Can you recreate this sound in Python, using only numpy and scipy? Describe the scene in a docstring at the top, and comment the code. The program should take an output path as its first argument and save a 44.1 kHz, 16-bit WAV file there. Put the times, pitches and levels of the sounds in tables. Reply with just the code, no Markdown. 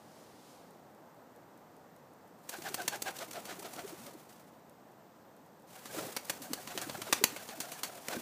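"""Over far traffic hum, filtered noise, a soft swish dies away within the first second in a paved, fenced yard.
Claws tick on the paving as brief decaying sines; then pigeons fly up close to a handheld microphone.
Wings clap as noise bursts with low pops, downstrokes whistle and hiss, upstrokes push low puffs of air.
Claws tick again before a second flight, which scuffles, claps harder and later adds a fluttering wing whir.
Last, a bird's feet knock on a wooden loft, a sum of damped modes; sparse echoes follow the near sounds."""
import sys
import numpy as np
from scipy import signal
from scipy.fft import rfft, irfft
from scipy.io import wavfile
from scipy.ndimage import uniform_filter1d

SR = 44100
rng = np.random.default_rng(int(sys.argv[2]) if len(sys.argv) > 2 else 0)


def bounce(signal):
    """Save signal as a 16-bit WAV file at the path given by the first command-line argument."""
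    frames = np.transpose(np.atleast_2d(signal))
    limited = np.clip(frames, -1, 1)
    pcm = np.round(limited * 32767).astype(np.int16)
    wavfile.write(sys.argv[1], SR, pcm)


N = 362061  # length [samples]

# Spectra give relative density: (frequency [Hz], level [dB per Hz]).
# Far traffic: its course (time [s], level [dB]) and its spectrum
HUM_LEVEL = [(0.0, -57), (2.52, -58), (3.84, -53.5), (4.32, -58), (5.78, -59), (6.35, -55.5), (6.97, -57.5),
             (8.21, -57.5)]
TRAFFIC_SPECTRUM = [(15, -75), (25, -44), (92, -22.5), (146, -0.5), (205, -2), (282, -2), (405, -6),
                    (485, -3), (816, -4.5), (1640, -16), (2010, -19), (3000, -37.5), (3900, -36),
                    (6600, -120)]
# Microphone hiss: spectrum, and overall level [dB]
HISS_SPECTRUM = [(1470, -27), (2500, -4), (3660, -6), (8230, -7.5), (9880, -15), (14600, -4.5),
                 (15500, -14)]
HISS_DB = -71.5
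# Smooth swish further off: (time [s], level [dB]), and its spectrum
SWISH_LEVEL = [(0.0, -69.5), (0.19, -65), (0.356, -67.5), (0.508, -63), (0.73, -74), (0.95, -87)]
SWISH_SPECTRUM = [(1180, -27), (2000, -6), (2330, -5), (4790, -2), (11800, -9), (15500, -15)]
# Air from the wings buffeting the microphone, one curve per flight: (time [s], level [dB]); and its spectrum
BUFFET_LEVELS = [
    [(2.45, -79), (2.656, -57), (3.85, -75), (4.026, -56), (4.144, -82)],
    [(5.7, -67), (6.06, -48.5), (6.11, -72), (6.94, -52.5), (7.11, -57), (8.05, -73), (8.13, -60),
     (8.21, -71)],
]
BUFFET_SPECTRUM = [(20, -56), (60, -21.5), (130, -2.5), (220, -4.0), (400, -26)]
# Claws on the paving, about five steps a second: (time [s], greatest strike level [dB])
CLAW_STEPS = [(0.7083, -43), (0.7966, -50), (0.9487, -47), (1.1454, -51), (1.3613, -44), (1.575, -44),
              (1.7654, -42), (1.9639, -41), (2.135, -47), (2.2777, -43), (2.3885, -47), (4.3949, -52),
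              (4.696, -39.5), (4.9192, -48), (5.366, -41.5), (5.462, -47), (5.5976, -43), (5.6206, -48)]
# Feet on the loft boards: (mode frequency [Hz], level [dB], decay by 60 dB [s])
BOARD_MODES = [(242, -35, 0.18), (354, -34, .04), (1560, -38.5, 0.036)]
KNOCK_S = 8.1675
# Feathers rustling between the beats, one curve per flight: (time [s], level [dB]); and the feather spectrum
RUSTLE_LEVELS = [
    [(2.38, -75), (2.52, -51), (3.02, -55), (4.01, -53), (4.2, -58), (4.39, -64), (4.6, -75)],
    [(5.67, -70), (5.74, -50.5), (5.88, -56), (5.97, -41.5), (6.11, -48.5), (6.14, -51.5), (6.64, -52),
     (6.94, -47), (7.37, -50), (8.03, -52), (8.21, -45)],
]
FEATHER_SPECTRUM = [(150, -20), (400, 2.5), (900, 2), (1600, -0.5), (2500, -2.5), (4700, -4.5), (7700, -3),
                    (11000, -6), (14500, -5), (15500, -1.5)]
# Pushes of air on upstrokes and on landing: (centre time [s], level [dB], mid frequency [Hz])
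PUFFS = [(2.593, -44, 332), (2.715, -45.5, 344), (2.811, -47.5, 400), (2.852, -48.5, 381),
         (2.965, -47.5, 408), (3.1, -48, 359), (3.292, -49.5, 279), (3.378, -50, 367), (3.522, -48, 377),
         (3.593, -46.5, 398), (3.653, -45.5, 354), (3.778, -48.5, 330), (3.851, -41, 365),
         (3.935, -45, 334), (4.009, -50.5, 210), (4.081, -51.5, 373), (4.154, -49.5, 292),
         (5.987, -38, 333), (6.416, -47, 273), (6.511, -38.5, 313), (6.758, -40, 394), (6.823, -50, 320),
         (6.875, -37.5, 300), (6.991, -43, 350), (7.104, -43, 372), (7.22, -34, 376), (7.337, -46, 287),
         (7.588, -48, 300), (8.186, -39, 236)]
# Harder pushes are shorter: (level [dB], width at half height [ms])
PUFF_WIDTH = [(-50, 22), (-32.5, 13.17)]
# Scrabbling and fluttering on the spot, quick runs of puffs:
# (start [s], end [s], greatest level [dB], lowest mid frequency [Hz], highest mid frequency [Hz])
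SCUFFLES = [(5.935, 6.098, -41, 260, 670), (8.115, 8.161, -40, 256, 470)]
SCUFFLE_GAP_S, SCUFFLE_WIDTH_MS = .009, 8.35
# Thin, fluttering wing whistle running under the late beats: (time [s], level [dB]), and its spectrum
WHIR_LEVEL = [(7.28, -73), (7.4, -62), (7.65, -56), (8.0, -63), (8.08, -62)]
WHIR_SPECTRUM = [(480, -40), (660, 3), (780, -1), (1000, -35)]
# Downstrokes: (centre time [s], whistle level [dB], reference whistle frequency [Hz],
# width of the basic swell at half height [ms], feather hiss level [dB])
STROKES = [(2.546, -48, 751, 45, -48), (2.668, -45, 773, 48, -43), (2.8, -42.5, 723, 53, -45),
           (2.937, -43, 743, 54, -43), (3.08, -41, 751, 54, -42), (3.222, -44.5, 624, 47, -43.5),
           (3.37, -44, 654, 58, -45), (3.508, -47.5, 687, 58, -44.5), (3.662, -49, 671, 44, -48),
           (3.794, -48, 680.5, 50, -50.5), (4.081, -51, 568, 44, -58), (5.771, -57.5, 733, 76, -66),
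           (5.908, -52.5, 752, 35, -62), (5.993, -42, 630, 22, -43), (6.04, -52, 711, 34, -50),
           (6.085, -55, 620, 26, -53), (6.34, -58, 726, 90, -81), (6.468, -54.5, 730, 58, -63),
           (6.59, -49, 708, 38, -85), (6.716, -52, 661, 41, -48), (6.831, -47, 722, 50, -49.5),
           (6.952, -44.5, 740, 21, -47.5), (7.076, -44.5, 647, 33, -44.5), (7.185, -66, 635, 31, -44),
           (7.3, -58, 716, 40, -51), (7.41, -58, 750, 50, -60), (7.534, -49.5, 739, 43, -70),
           (7.647, -49, 684, 35, -53), (7.77, -57, 813, 51, -60), (7.898, -50.5, 692, 33, -63),
           (7.979, -54.5, 647, 70, -59), (8.11, -45.5, 656, 53, -49), (8.137, -44, 718, 46, -44)]
# Faster air whistles higher and richer: (whistle frequency [Hz], overtones against the whistle [dB])
OVERTONE_LAW = [(600, -12.5), (750, -2.5)]
# Overtones gain as hiss nears the whistle: (hiss against whistle [dB], overtone change [dB])
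AIRY_LAW = [(-38, -10), (4.5, -4.5)]
WHOOSH_SPECTRUM = [(120, -44), (350, 7), (800, 1), (2200, -22.0)]
# Softens the treble of the stroke's feather hiss
STROKE_HISS_SPECTRUM = [(4000, -2.5), (15000, -13)]
# Wing tips slapping together: (time [s], nominal peak level [dB], slap length [ms],
# rattle decay by 60 dB [s], treble tilt [dB]); and the spectrum of the crack
CLAPS = [(2.4942, -34.5, 5.7, 0.1, 5), (2.6223, -32.5, 4.3, .06, -8), (2.689, -34, 3.4, 0.055, -2.5),
         (2.7439, -25.5, 7.8, .052, 2), (2.8198, -35, 4.5, .068, -1), (2.8795, -18, 7.4, .05, -0.7),
         (2.9594, -46, 5.5, .071, 10), (3.0221, -27.5, 5.1, 0.046, 5.5), (3.1675, -42, 4.5, 0.22, 4),
         (3.189, -33.5, 5.7, 0.099, -4), (3.3135, -36, 2.1, .11, 1), (3.3348, -36.5, 4.2, 0.046, 0.5),
         (3.4559, -32.5, 1.3, .14, -4.5), (3.5965, -45.5, 6.3, .13, 6.5), (3.7367, -41.5, 3.6, 0.18, 4),
         (3.764, -35.5, 3.1, 0.067, -9), (3.794, -32.5, 3.9, 0.089, -19), (3.8791, -42, 7.5, 0.07, -2),
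         (4.0675, -38, 3.2, 0.12, -4), (4.138, -57, 4, .094, 8), (4.2947, -55, 2.9, 0.1, 3),
         (5.8578, -33.5, 2.8, .18, -7), (6.1654, -23.5, 9.9, 0.069, -3.5), (6.2523, -48, 7.5, .081, 8),
         (6.2975, -22, 11, 0.055, -2), (6.423, -43.5, 5, 0.3, 9), (6.5339, -20, 1.55, 0.045, 1.7),
         (6.6752, -30.5, 4.9, 0.13, -7), (6.7767, -18.5, 1.8, .084, -10), (6.8167, -28.5, 1.4, 0.12, 1.1),
         (6.8971, -22.5, 4.7, 0.065, -23), (7.018, -27, 7.2, 0.1, -6.5), (7.127, -7.5, 7.9, 0.057, -10),
         (7.2399, -7.5, 4.4, 0.041, -4), (7.3635, -27.5, 3.8, .15, -11), (7.49, -27.5, 2.6, 0.16, -14),
         (7.6033, -25.5, 6.4, 0.12, .3), (7.7204, -32, 4.3, 0.2, -2), (7.8335, -22, 5.3, 0.13, -2.2),
         (7.9555, -49, 3.6, .072, 6), (8.085, -20.5, 2.7, 0.025, -6.5)]
CRACK_SPECTRUM = [(410, -5), (700, -1), (2080, -3), (2560, -3), (3870, -4.5), (4580, 0.5), (5080, -7),
                  (5860, -1), (9850, -4.5), (14300, -7), (15500, -4.5)]
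# The low pop stands out less in hard claps: (clap level [dB], pop against clap [dB])
POP_LAW = [(-47, -12), (-24.5, -16.5), (-9.5, -22)]
# The crack thins below 1.3 kHz in hard claps: (clap level [dB], low-band change [dB])
THIN_LAW = [(-23, -.3), (-11, -7)]
EDGE_HZ = 15330  # upper band limit


def gain_of(db):
    """Amplitude ratio is ten to the power of decibels over twenty."""
    return 10 ** (np.asarray(db) / 20)


def evened(x):
    """Division by the root mean square normalises power to one."""
    return x / np.sqrt(np.mean(x ** 2) + 1e-20)


def add(mix, s, sound):
    """Superposition: a sound sums into the mix from time s [s]."""
    part = mix[round(s * SR):][:len(sound)]
    part += sound[:len(part)]


def law(points, x):
    """Piecewise linear dependence of one quantity on another."""
    return np.interp(x, *np.transpose(points))


def level(tables):
    """Envelopes linear in decibels add as amplitudes; outside each curve the level is -120 dB."""
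    t = np.arange(N) / SR
    return sum(gain_of(np.interp(t, *np.transpose(rows), left=-120, right=-120)) for rows in tables)


def coloured(x, spectrum):
    """Linear filtering by a spectrum joined on a log frequency axis; white noise of rms 1 keeps rms 1."""
    hz, db = np.transpose(spectrum)
    f = np.fft.rfftfreq(len(x), 1 / SR)
    response = evened(gain_of(np.interp(np.log(f + 1), np.log(hz), db)))
    return irfft(rfft(x) * response, len(x))


def wander(size, hz):
    """Twice-averaged noise is a slow random process of rms 1, changing about hz times a second."""
    span = max(int(SR / hz / 2), 1)
    once = uniform_filter1d(rng.standard_normal(size), span)
    return evened(uniform_filter1d(once, span))


def swell(ms):
    """A raised cosine gives a smooth rise and fall, ms wide at half height."""
    return np.hanning(int(ms * 2 * SR / 1000))


def hum():
    """Distant traffic is a stationary noise field whose bands drift in patches over time and frequency."""
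    frames, f = N // 256 + 5, np.fft.rfftfreq(1024, 1 / SR)
    real, imaginary, patches = rng.standard_normal((frames, 513, 3)).T
    patches = uniform_filter1d(patches, 10, 0)  # across frequency
    patches = evened(uniform_filter1d(patches, 12, 1))  # across time
    hz, db = np.transpose(TRAFFIC_SPECTRUM)
    band_db = np.interp(np.log(f + 1), np.log(hz), db)[:, None]
    bins = (real + 1j * imaginary) * gain_of(band_db + 0.57 * patches)
    wash = signal.istft(bins, nperseg=1024, noverlap=768)[1][:N]
    return level([HUM_LEVEL]) * evened(wash)


def swish():
    """Filtered noise under a smooth envelope is a soft, even rush of mid treble."""
    return level([SWISH_LEVEL]) * coloured(rng.standard_normal(N), SWISH_SPECTRUM)


def buffet():
    """Air from the wings is lumpy low-frequency pressure noise at the microphone."""
    lumps = rng.standard_normal(N) * gain_of(0.77 * wander(N, 5.0))
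    return level(BUFFET_LEVELS) * evened(coloured(lumps, BUFFET_SPECTRUM))


def claws():
    """Impact excites a short damped oscillation; each step is three toes touching stone a few ms apart."""
    toes, t = np.zeros(N), np.arange(60) / SR
    for s, db in CLAW_STEPS:
        for k, (late, soft) in enumerate(rng.random((3, 2))):
            add(toes, s + 0.0017 * k * (0.44 + 0.39 * late), gain_of([db - 7.4 * soft]))
    tick = np.sin(2 * np.pi * 10500 * t) * np.exp(-t / .00008)
    return signal.oaconvolve(toes, tick)[:N]


def knock():
    """A struck board responds in damped modes: a hard start and a short wooden ring."""
    out, t = np.zeros(N), np.arange(2000) / SR
    ring = sum(gain_of(db - 60 * t / t60) * np.sin(2 * np.pi * hz * t) for hz, db, t60 in BOARD_MODES)
    add(out, KNOCK_S, ring)
    return out


def feathers(envelope):
    """Friction of rubbing vanes makes noise in small uneven clumps."""
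    clumps_db = 1.93 * wander(N, 74) + 0.78 * rng.standard_normal(N)
    grain = rng.standard_normal(N) * gain_of(clumps_db)
    return coloured(envelope * evened(grain), FEATHER_SPECTRUM)


def rustle():
    """Modulated friction noise fills the gaps while birds are in the air."""
    return feathers(level(RUSTLE_LEVELS) * gain_of(1.8 * wander(N, 27)))


def scuffle(start, end, db, low_hz, high_hz):
    """Repeated pushes at uneven short gaps, of random strength and pitch, returned as puff rows."""
    s = np.arange(start, end, SCUFFLE_GAP_S)
    late, soft, high = rng.random((40, 3))[:len(s)].T
    hz = low_hz + (high_hz - low_hz) * high
    return list(zip(s + SCUFFLE_GAP_S * late, db - 4.9 * soft, hz, SCUFFLE_WIDTH_MS + 0 * s))


def puffs():
    """Displaced air gives a few soft cycles of low pressure, falling in frequency."""
    out = np.zeros(N)
    rows = [(s, db, hz, law(PUFF_WIDTH, db)) for s, db, hz in PUFFS]
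    for run in SCUFFLES:
        rows += scuffle(*run)
    for s, db, hz, ms in rows:
        shape = swell(ms)
        n = len(shape)
        pitch = hz * (1 - .08 * np.linspace(-1, 1, n) + .12 * wander(n, 140))
        cycles = np.cumsum(pitch) / SR + rng.random()
        push = gain_of(db + 2.8 * wander(n, 133)) * shape * np.sin(2 * np.pi * cycles)
        add(out, s - n / 2 / SR, push)
    return out


def whir():
    """Narrow-band noise near the feathers' whistle pitch, amplitude modulated in quick flutters."""
    flutter = rng.standard_normal(N) * gain_of(4.5 * wander(N, 40))
    return level([WHIR_LEVEL]) * evened(coloured(flutter, WHIR_SPECTRUM))


def strokes():
    """Airflow sets flight feathers fluttering: close, wavering, sagging whistles, overtones, whoosh and hiss."""
    tone, whoosh, hiss, flick = np.zeros((4, N))
    for s, db, hz, ms, hiss_db in STROKES:
        shape = swell(ms)
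        n = len(shape)
        start = s - n / 2 / SR
        octave_db = law(OVERTONE_LAW, hz) + law(AIRY_LAW, hiss_db - db)
        pitch = hz * (1 - 0.1196 * np.linspace(-1, 1, n) + 0.0272 * wander(n, 47.5))
        # (multiple of the pitch, level against the whistle [dB])
        partials = ((1.03, -1), (.84, -7), (2.2, octave_db), (2.1, octave_db + 7.0), (3.2, octave_db - 5.0))
        for multiple, part_db in partials:
            phase = 2 * np.pi * np.cumsum(multiple * pitch * (1 + 0.0506 * wander(n, 129))) / SR
            part = evened(gain_of(3 * wander(n, 70)) * np.sin(phase))
            add(tone, start, gain_of(db + part_db) * shape ** 3.0 * part)
        add(whoosh, start, gain_of(db - 10.0) * shape)
        add(hiss, start, gain_of(hiss_db) * shape ** 1.7)
        # tips whip back, bright, as the stroke ends
        add(flick, s + 0.36 * ms / 1000, gain_of(hiss_db - 5) * swell(12.0))
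    gusts = evened(rng.standard_normal(N) * gain_of(4.5 * wander(N, 83)))
    rush = coloured(whoosh * gusts, WHOOSH_SPECTRUM)
    soft_hiss = coloured(feathers(hiss), STROKE_HISS_SPECTRUM)
    return tone + rush + soft_hiss + feathers(flick)


def claps():
    """Impact in succession: feathers meet over a few ms, trapped air pops low, then the plumage rattles out."""
    dull, bright, thick, body = np.zeros((4, N))
    t = np.arange(4000) / SR
    for s, db, ms, t60, tilt_db in CLAPS:
        slap_noise, quill_noise, ring_noise = rng.standard_normal((3, len(t)))
        light = np.clip((-26 - db) / 10, 0, 1)
        rise = .0005 + .005 * light  # light touches start softly and snap less [s]
        start = s - rise - .0005
        quills = evened(slap_noise * gain_of(4.5 * (1 - light) * quill_noise))  # separate quills
        slap = np.exp(-(np.maximum(t - rise, 0) * 1000 / ms) ** 3) * quills
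        rattle = gain_of(-3.0 - 60 * t / t60) * np.minimum(t / 0.00069, 1) * ring_noise
        # halved, as peaks stand twice the mean
        crack = gain_of(db) * np.minimum(t / rise, 1) * (slap + rattle) / 2
        add(dull, start, crack)
        add(bright, start, crack * (gain_of(tilt_db) - 1))
        add(thick, start, crack * (gain_of(law(THIN_LAW, db)) - 1))
        low, mid, high = 1 + .1 * np.tanh(slap_noise[:3])  # random detuning
        pop = np.sin(2 * np.pi * 300 * low * t) + np.sin(2 * np.pi * 490 * mid * t)
        pop = pop + 0.31 * np.sin(2 * np.pi * 740 * high * t)
        pop_envelope = t / 0.0018 * np.exp(1 - t / 0.0017)
        add(body, s, gain_of(db + law(POP_LAW, db)) * pop * pop_envelope)
    treble = signal.sosfiltfilt(signal.butter(1, 4500, "high", fs=SR, output="sos"), bright)
    lows = signal.sosfiltfilt(signal.butter(2, 1300, fs=SR, output="sos"), thick)
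    return coloured(dull + treble + lows, CRACK_SPECTRUM) + body


def fences(x):
    """Reflection from paving, wall and fence gives sparse echoes; the treble decays fastest."""
    taps = np.zeros(SR // 2)
    at = np.arange(200, len(taps) - 20, 20)
    taps[at + rng.integers(0, 20, len(at))] = rng.choice([-1., 1.], len(at))
    hz, t, bins = signal.stft(taps, SR, nperseg=256)
    t60 = np.interp(hz, [300, 3000, 12000], [.3, .28, .2])[:, None]
    tail = signal.istft(bins * gain_of(-60 * t / t60), SR, nperseg=256)[1]
    return signal.fftconvolve(x, tail / np.linalg.norm(tail))[:N]


def scene():
    """Superposition of background, birds and their echoes in one channel."""
    # keeps the deepest bass out of the claps, strokes, puffs and knock
    high_pass = signal.butter(2, 110, "high", fs=SR, output="sos")
    near = signal.sosfilt(high_pass, claps() + strokes() + puffs() + knock())
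    birds = near + claws()
    echoes = gain_of(-13.5) * fences(birds)
    return (birds + echoes + rustle() + whir() + swish() + buffet() + hum())[None]


def record(dry):
    """Transduction adds microphone hiss, then a low-pass filter limits the band."""
    heard = dry + gain_of(HISS_DB) * coloured(rng.standard_normal(N), HISS_SPECTRUM)
    low_pass = signal.firwin(511, EDGE_HZ, window=("kaiser", 6), fs=SR)
    return signal.oaconvolve(heard, low_pass[None], "same")


dry = scene()
out = record(dry)
bounce(out)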